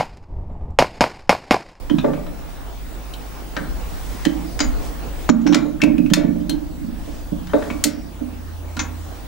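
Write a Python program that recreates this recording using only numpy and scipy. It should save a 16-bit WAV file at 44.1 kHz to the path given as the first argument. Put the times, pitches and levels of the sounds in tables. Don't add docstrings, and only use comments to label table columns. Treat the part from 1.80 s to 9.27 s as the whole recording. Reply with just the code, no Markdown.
import sys
import numpy as np
from scipy import signal
from scipy.fft import rfft, irfft
from scipy.io import wavfile
from scipy.ndimage import uniform_filter1d

SR = 44100
rng = np.random.default_rng(int(sys.argv[2]) if len(sys.argv) > 2 else 0)


def store_pcm(level_fs):
    pcm = np.round(np.clip(level_fs, -1, 1) * 32767).astype(np.int16)
    wavfile.write(sys.argv[1], SR, np.atleast_2d(pcm).T)


N = 329427


def amp(db):
    return 10 ** (np.asarray(db) / 20)


def unit_rms(x):
    return x / np.sqrt(np.mean(x ** 2) + 1e-20)


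def curve_at(points, hz):
    point_hz, value = np.transpose(points)
    return np.interp(np.log(hz + 1), np.log(point_hz + 1), value)


def add(mix, start_s, sound):
    part = mix[:, round(start_s * SR):][:, :sound.shape[1]]
    part += sound[:, :part.shape[1]]


def pan(left_db):
    return amp(np.multiply.outer([.5, -.5], left_db))


def bandpass(x, lo_hz, hi_hz):
    return signal.sosfilt(signal.butter(2, [lo_hz, hi_hz], "bandpass", fs=SR, output="sos"), x)


def excitation(hz, struck_hz, octaves, floor_db):
    return amp(floor_db) + np.exp(-(np.log2(hz / struck_hz) / octaves) ** 2)


# centre in Hz, half-width in Hz.
STEEL_MODES = [(1168, 40), (1390, 50), (1560, 60), (1780, 80), (2250, 60), (2570, 110), (3100, 90),
               (3300, 70), (3630, 80), (3870, 90), (4160, 90), (4900, 60), (5600, 130), (6140, 50),
               (6850, 110)]
# start in seconds, level in dB, two struck pitches in Hz, ring re crack in dB,
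# tilt in dB per octave, treble in dB.
CLACKS = [ (0.097, -19, 3030, 3300, -7.5, -8.5, -24), (0.1834, -17, 2570, 3700, -2.5, -7.5, -34),
          (0.2445, -10.5, 1168, 1780, -19, -16, -30), (.3334, -19.5, 2250, 2570, -20, -13, -16),
          (.465, -28, 1780, 3630, -17, -9, -21), (1.3367, -35.5, 3020, 3970, 7.5, 3, 4),
          (1.7654, -17.5, 1800, 1570, -5, -7.5, -27), (2.4507, -15, 3100, 1780, -9.5, -4, -13),
          (2.791, -18.5, 5100, 6800, -7, -2.5, -25), (2.8028, -12, 4860, 6530, -4, -3.5, -29.5),
          (2.843, -30, 6850, 6850, 3, -6, -25), (3.49, -11.5, 1168, 6850, -10.5, -10.5, -18.5),
          (3.497, -22, 5740, 6850, 10.5, -14, -26), (3.506, -14, 1390, 5600, -17, -24, -26),
          (3.613, -40, 6850, 6140, 0, -3, -23), (3.6647, -12.5, 1400, 5600, -11.5, -7, -30),
          (3.673, -11.5, 6100, 5630, -11, -7.5, -21), (3.717, -30, 5600, 6850, -14, -13, -23),
          (3.724, -12, 4000, 5600, -13, -7, -23), (3.731, -13.5, 1780, 3120, -3, -6, -28),
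          (3.7446, -1, 3870, 6850, -33, -3, -19), (4.003, -26, 1545, 1860, 4.5, -38, -19),
          (4.0166, -12.5, 2250, 2590, 7, -2, -12), (4.0357, -10.5, 2620, 2570, -2.5, -6.5, -8),
          (4.18, -29, 2540, 2570, 9, -10, 1), (4.26, -33, 2600, 2570, 11, -6, -16),
          (4.3003, -23, 1780, 3190, -6, -6.5, -8), (4.3352, 3.5, 1250, 2250, -32, -1, -8.5),
          (4.6, -42, 4900, 3100, -1, 1, -20), (4.6942, -13.5, 3030, 4106, -6, -1, 3),
          (5.67, -29.5, 1460, 3870, -16, -5, -32), (5.6955, -28.5, 1780, 3080, -9.5, -15, -26),
          (5.734, -11, 1780, 3800, -25, -15.5, -28), (5.8218, -19.5, 1700, 2840, -7, -21, -26.5),
          (5.901, -21, 2250, 2430, -1.5, -14.5, -27), (6.0392, 5, 4900, 5600, -43, 4, 2),
          (6.88, -46, 2230, 2250, 8, -9, -9), (6.9672, -18.5, 1390, 1390, -3, -5, -16),
          (6.992, -12, 6380, 6020, -0.5, -3, -36), (6.999, -12, 6850, 6140, -9, -6, -25)]


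def clack(db, first_hz, second_hz, ring_db, tilt_db_oct, treble_db):
    t = np.arange(SR // 4) / SR
    hz = np.fft.rfftfreq(len(t), 1 / SR) + 1
    crack_t60_s = .039
    ring_t60_s = max(.079 * 2 ** (-ring_db / 11.5), .02)
    body = amp(tilt_db_oct * np.log2(hz / 3000)) / (1 + (800 / hz) ** 4) / (1 + (hz / 7800) ** 12)
    treble = amp(treble_db) * (hz > 3000) / (1 + (6000 / hz) ** 4) / (1 + (hz / 12000) ** 3)
    mode_hz, width_hz = np.transpose(STEEL_MODES)[:, :, None]
    drive = sum(excitation(mode_hz, pitch, octaves=.09, floor_db=-24) for pitch in (first_hz, second_hz))
    drive *= amp(tilt_db_oct / 3 * np.log2(mode_hz / 3000))
    modes = (drive / (1 + ((hz - mode_hz) / width_hz) ** 2)).sum(0)
    shared, per_side = rng.standard_normal((2, 1, len(t))), rng.standard_normal((2, 2, len(t)))
    crack_noise, ring_noise = rfft(shared + .5 * per_side)
    crack = unit_rms(irfft(crack_noise * (body + treble), len(t))) * amp(-60 * t / crack_t60_s)
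    ring = unit_rms(irfft(ring_noise * modes, len(t))) * amp(ring_db - 60 * t / ring_t60_s)
    attack = np.minimum(t / .0016, 1)
    return pan(left_db=3.3)[:, None] * amp(db) * (crack + ring) * attack


# pitch in Hz, level in dB, T60 factor, left re right in dB.
BOOM_MODES = [(150.4, -11, 2.17, 1), (179.3, -2.5, 1.79, -8), (207.4, -21, 1.28, -22.5),
              (228.8, -11.5, 3, -8.5), (250.4, -3.5, 0.82, -19), (295.7, -1.5, 1.34, -18),
              (317.8, -11.5, 5, -5), (325.4, -9, 1.5, -14.5)]
KNOCK_MODES = [(429.5, 18, 0.1, 29), (471, -7, 1.35, -6), (550, 6, 0.24, -41), (604.6, 4, 0.41, 29.5),
               (600.5, -11.5, 0.35, 18.5), (681, -1, 1.16, -1.5), (751, 3, 0.3, 0), (892, 5, 0.34, 3)]
# time in seconds, level in dB, struck pitch in Hz, knock gain in dB, rebound re jolt in dB.
JOLTS = [(0.11, -8, 266, -19.5, -25), (.141, -4, 142, -38, -8), (.249, -14.5, 265, 1, -5.5),
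         (1.772, -24, 137, -16, -0.5), (2.467, -9, 323, -20, -41), (2.809, -22, 280, -11.5, -5),
         (3.501, 3, 225, -24, -9.5), (3.66, -6.5, 332, -25, 4.5), (3.758, -3, 283, -17, -17.5),
         (3.858, -25, 271, -1.5, -9), (4.036, -1.2, 271, -17, -5.5), (4.089, -12, 325, -40, -25),
         (4.192, -1.5, 266, -28, -16), (4.251, -12, 310, -30, -25), (4.318, -0.5, 192, -24.5, -18),
         (4.378, -4, 330, -14, -12), (4.447, -5.5, 262, -21.5, -6), (4.561, -19, 288, -16, -4),
         (4.695, -16.5, 306, -20.5, -.6), (4.977, -28.5, 312, -40, 2), (5.045, -18, 221, -31, -3),
         (5.279, -26, 300, -9, -9), (5.527, -11, 182, -21, -36), (5.746, -12, 280, -1, -13.5),
         (5.91, -22, 255, -31, -3.5), (6.058, -6.5, 274, -12, -34), (6.418, -13, 248, -20, -27),
         (6.971, -22.5, 267, -34.5, -2)]


def bed_jolt(db, struck_hz, knock_db, base_t60_s):
    t = np.arange(SR // 2) / SR
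    hz, mode_db, t60_factor, left_db = np.transpose(BOOM_MODES + KNOCK_MODES)[:, :, None]
    is_boom = hz < 370
    t60_s, meet_s = base_t60_s * t60_factor, .016
    drive = np.where(is_boom, excitation(hz, struck_hz, octaves=.2, floor_db=-3.5), amp(knock_db))
    carrier = np.exp(2j * np.pi * (hz * (t - meet_s) + .18 * rng.standard_normal(hz.shape)))
    rise = np.sin(np.pi / 2 * np.minimum(t / meet_s, 1)) ** 2
    walks = rng.standard_normal((len(hz), len(t) // 441 + 1)).cumsum(1)
    drift_cycles = .07 * np.array([np.interp(t, np.arange(len(walk)) / 100, walk) for walk in walks])
    roll = np.exp(2j * np.pi * (rng.random(hz.shape) + drift_cycles)) * amp(-15 - 60 * t / (4.85 * t60_s))
    decay = amp(-60 * t / t60_s) + roll
    lag = np.exp(1j * np.multiply.outer([-1.6, 0], is_boom * hz / 300))
    gains = pan(left_db) * amp(db + mode_db) * drive * lag
    return (gains * carrier * rise * decay).real.sum(1)


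# centre in seconds, level in dB, half-width in seconds.
BRUSHES = [(2.333, -46, 0.39), (3.054, -43.5, 0.054), (3.427, -48.5, 0.037), (5.31, -44, 0.14),
           (5.865, -42.5, 0.15), (7.25, -50, 0.25)]


def brushes():
    t = np.arange(N) / SR
    swell = sum(amp(db) * np.exp(-((t - centre_s) / width_s) ** 2) for centre_s, db, width_s in BRUSHES)
    shared, per_side = rng.standard_normal(N), rng.standard_normal((2, N))
    return swell * unit_rms(bandpass(shared + .93 * per_side, 930, 8000))


# frequency in Hz, T60 in seconds.
SHOP_T60 = [(200, 0.89), (1000, 0.59), (3000, 0.24), (8000, 0.15), (15000, 0.16)]


def shop_reverb(x):
    taps = np.zeros((2, SR))
    delays = np.arange(200, SR - 20, 20) + rng.integers(0, 20, (2, (SR - 201) // 20))
    np.put_along_axis(taps, delays, rng.choice([-1., 1.], delays.shape), 1)
    taps = taps + .63 * taps[::-1]
    hz, t, spectra = signal.stft(taps, SR, nperseg=256)
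    decay = amp(-60 * t / curve_at(SHOP_T60, hz)[:, None])
    tail = signal.istft(spectra * decay, SR, nperseg=256)[1]
    return signal.fftconvolve(x, tail / np.linalg.norm(tail[0]), axes=1)[:, :N]


# frequency in Hz, RMS level in dB.
HUM_PARTIALS = [(50, -32), (100, -48), (150, -47.5)]


def mains_hum():
    t = np.arange(N) / SR
    side_cycles = np.array([[0], [.15]])
    return np.sqrt(2) * sum(amp(db) * np.sin(2 * np.pi * (hz * t + rng.random() + side_cycles))
                            for hz, db in HUM_PARTIALS)


# time in seconds, RMS level in dB.
DRONE_LEVELS = [(4.4, -42), (4.7, -39), (6.0, -35), (6.2, -36.5), (6.8, -26.5), (7.25, -27.5), (7.47, -48)]


def drone(hz=82.5):
    t = np.arange(N) / SR
    level = amp(np.interp(t, *np.transpose(DRONE_LEVELS), left=-90))
    return np.sqrt(2) * level * np.sin(2 * np.pi * hz * t) * pan(left_db=-3)[:, None]


# time in seconds, RMS level in dB.
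RUMBLE_LEVELS = [(0, -22.5), (.6, -28.5), (1.7, -36.5), (1.85, -26), (2.7, -34.5), (2.9, -18), (3.2, -31.5),
                 (4.4, -20.5), (5.1, -27), (7.47, -36)]


def rumble():
    t = np.arange(N) / SR
    noise = unit_rms(bandpass(bandpass(rng.standard_normal((2, N)), 12, 63), 12, 63))
    return noise * amp(np.interp(t, *np.transpose(RUMBLE_LEVELS))) * pan(left_db=-.5)[:, None]


# offset in Hz, level re carrier in dB.
WHINE_SIDEBANDS = [(50, -10), (100, -13.5), (150, -22)]


def scan_whine(hz=15625, db=-51):
    t = np.arange(N) / SR
    gaps = 1 - 2 * sum(amp(side_db) * np.cos(2 * np.pi * offset_hz * t)
                       for offset_hz, side_db in WHINE_SIDEBANDS)
    return np.sqrt(2) * amp(db) * gaps * np.sin(2 * np.pi * hz * t)


# frequency in Hz, relative density in dB.
ROOM_SPECTRUM = [(39, -35), (66, -8), (102, -14), (203, -14.5), (267, -6.5), (368, -13.5), (766, -15.5),
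                 (2100, -26), (14700, -37), (15800, -56)]
# frequency in Hz, left-right coherence.
ROOM_COHERENCE = [(60, .054), (400, .4), (15000, .098)]
# frequency in Hz, left re right in dB.
ROOM_PAN = [(60, -14), (250, -4.5), (1300, -.2)]


def room_noise(rms_db=-35, patch_db=2):
    frames, hz = N // 256 + 5, np.fft.rfftfreq(1024, 1 / SR)
    left_re, left_im, own_re, own_im, patches = rng.standard_normal((frames, 513, 5)).T
    patches = unit_rms(uniform_filter1d(uniform_filter1d(patches, 12, 0), 14, 1))
    coherence = curve_at(ROOM_COHERENCE, hz)[:, None]
    left = left_re + 1j * left_im
    right = coherence * left + np.sqrt(1 - coherence ** 2) * (own_re + 1j * own_im)
    colour = amp(curve_at(ROOM_SPECTRUM, hz)[:, None] + patch_db * patches)
    spectra = np.array([left, right]) * colour * pan(curve_at(ROOM_PAN, hz))[:, :, None]
    return amp(rms_db) * unit_rms(signal.istft(spectra, nperseg=1024, noverlap=768)[1][:, :N])


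def scene():
    steel, iron = np.zeros((2, 2, N))
    for start_s, *blow in CLACKS:
        add(steel, start_s, clack(*blow))
    lead_s, rebound_s = .011, .04
    for time_s, db, struck_hz, knock_db, rebound_db in JOLTS:
        base_t60_s = .1 + .11 * min(amp(rebound_db), 1)
        add(iron, time_s - lead_s, bed_jolt(db, struck_hz, knock_db, base_t60_s))
        rebound = bed_jolt(db + rebound_db, struck_hz, knock_db - 2, base_t60_s)
        add(iron, time_s - lead_s + rebound_s, rebound)
    echoes = shop_reverb(amp(-8) * steel + amp(-12) * iron)
    return steel + iron + echoes + brushes() + room_noise() + rumble() + mains_hum() + drone() + scan_whine()


def peak_hold(db, release_db_s):
    fall_db = np.arange(N) * release_db_s / SR
    return np.maximum.accumulate(db + fall_db) - fall_db


def record(dry):
    threshold_db, cutoff_hz = -1, 16550
    over_db = np.maximum(20 * np.log10(abs(dry).max(0) + 1e-9) - threshold_db, 0)
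    slow_db = .7 * over_db
    slow_db[0] = 6
    duck_db = np.maximum(peak_hold(over_db, release_db_s=40), peak_hold(slow_db, release_db_s=2.6))
    ducked = dry / amp(uniform_filter1d(duck_db, size=64))
    lowpass = signal.firwin(1023, cutoff_hz, window=("kaiser", 9), fs=SR)
    return signal.oaconvolve(np.clip(ducked, -.97, .97), lowpass[None], "same")


dry = scene()
out = record(dry)
store_pcm(out)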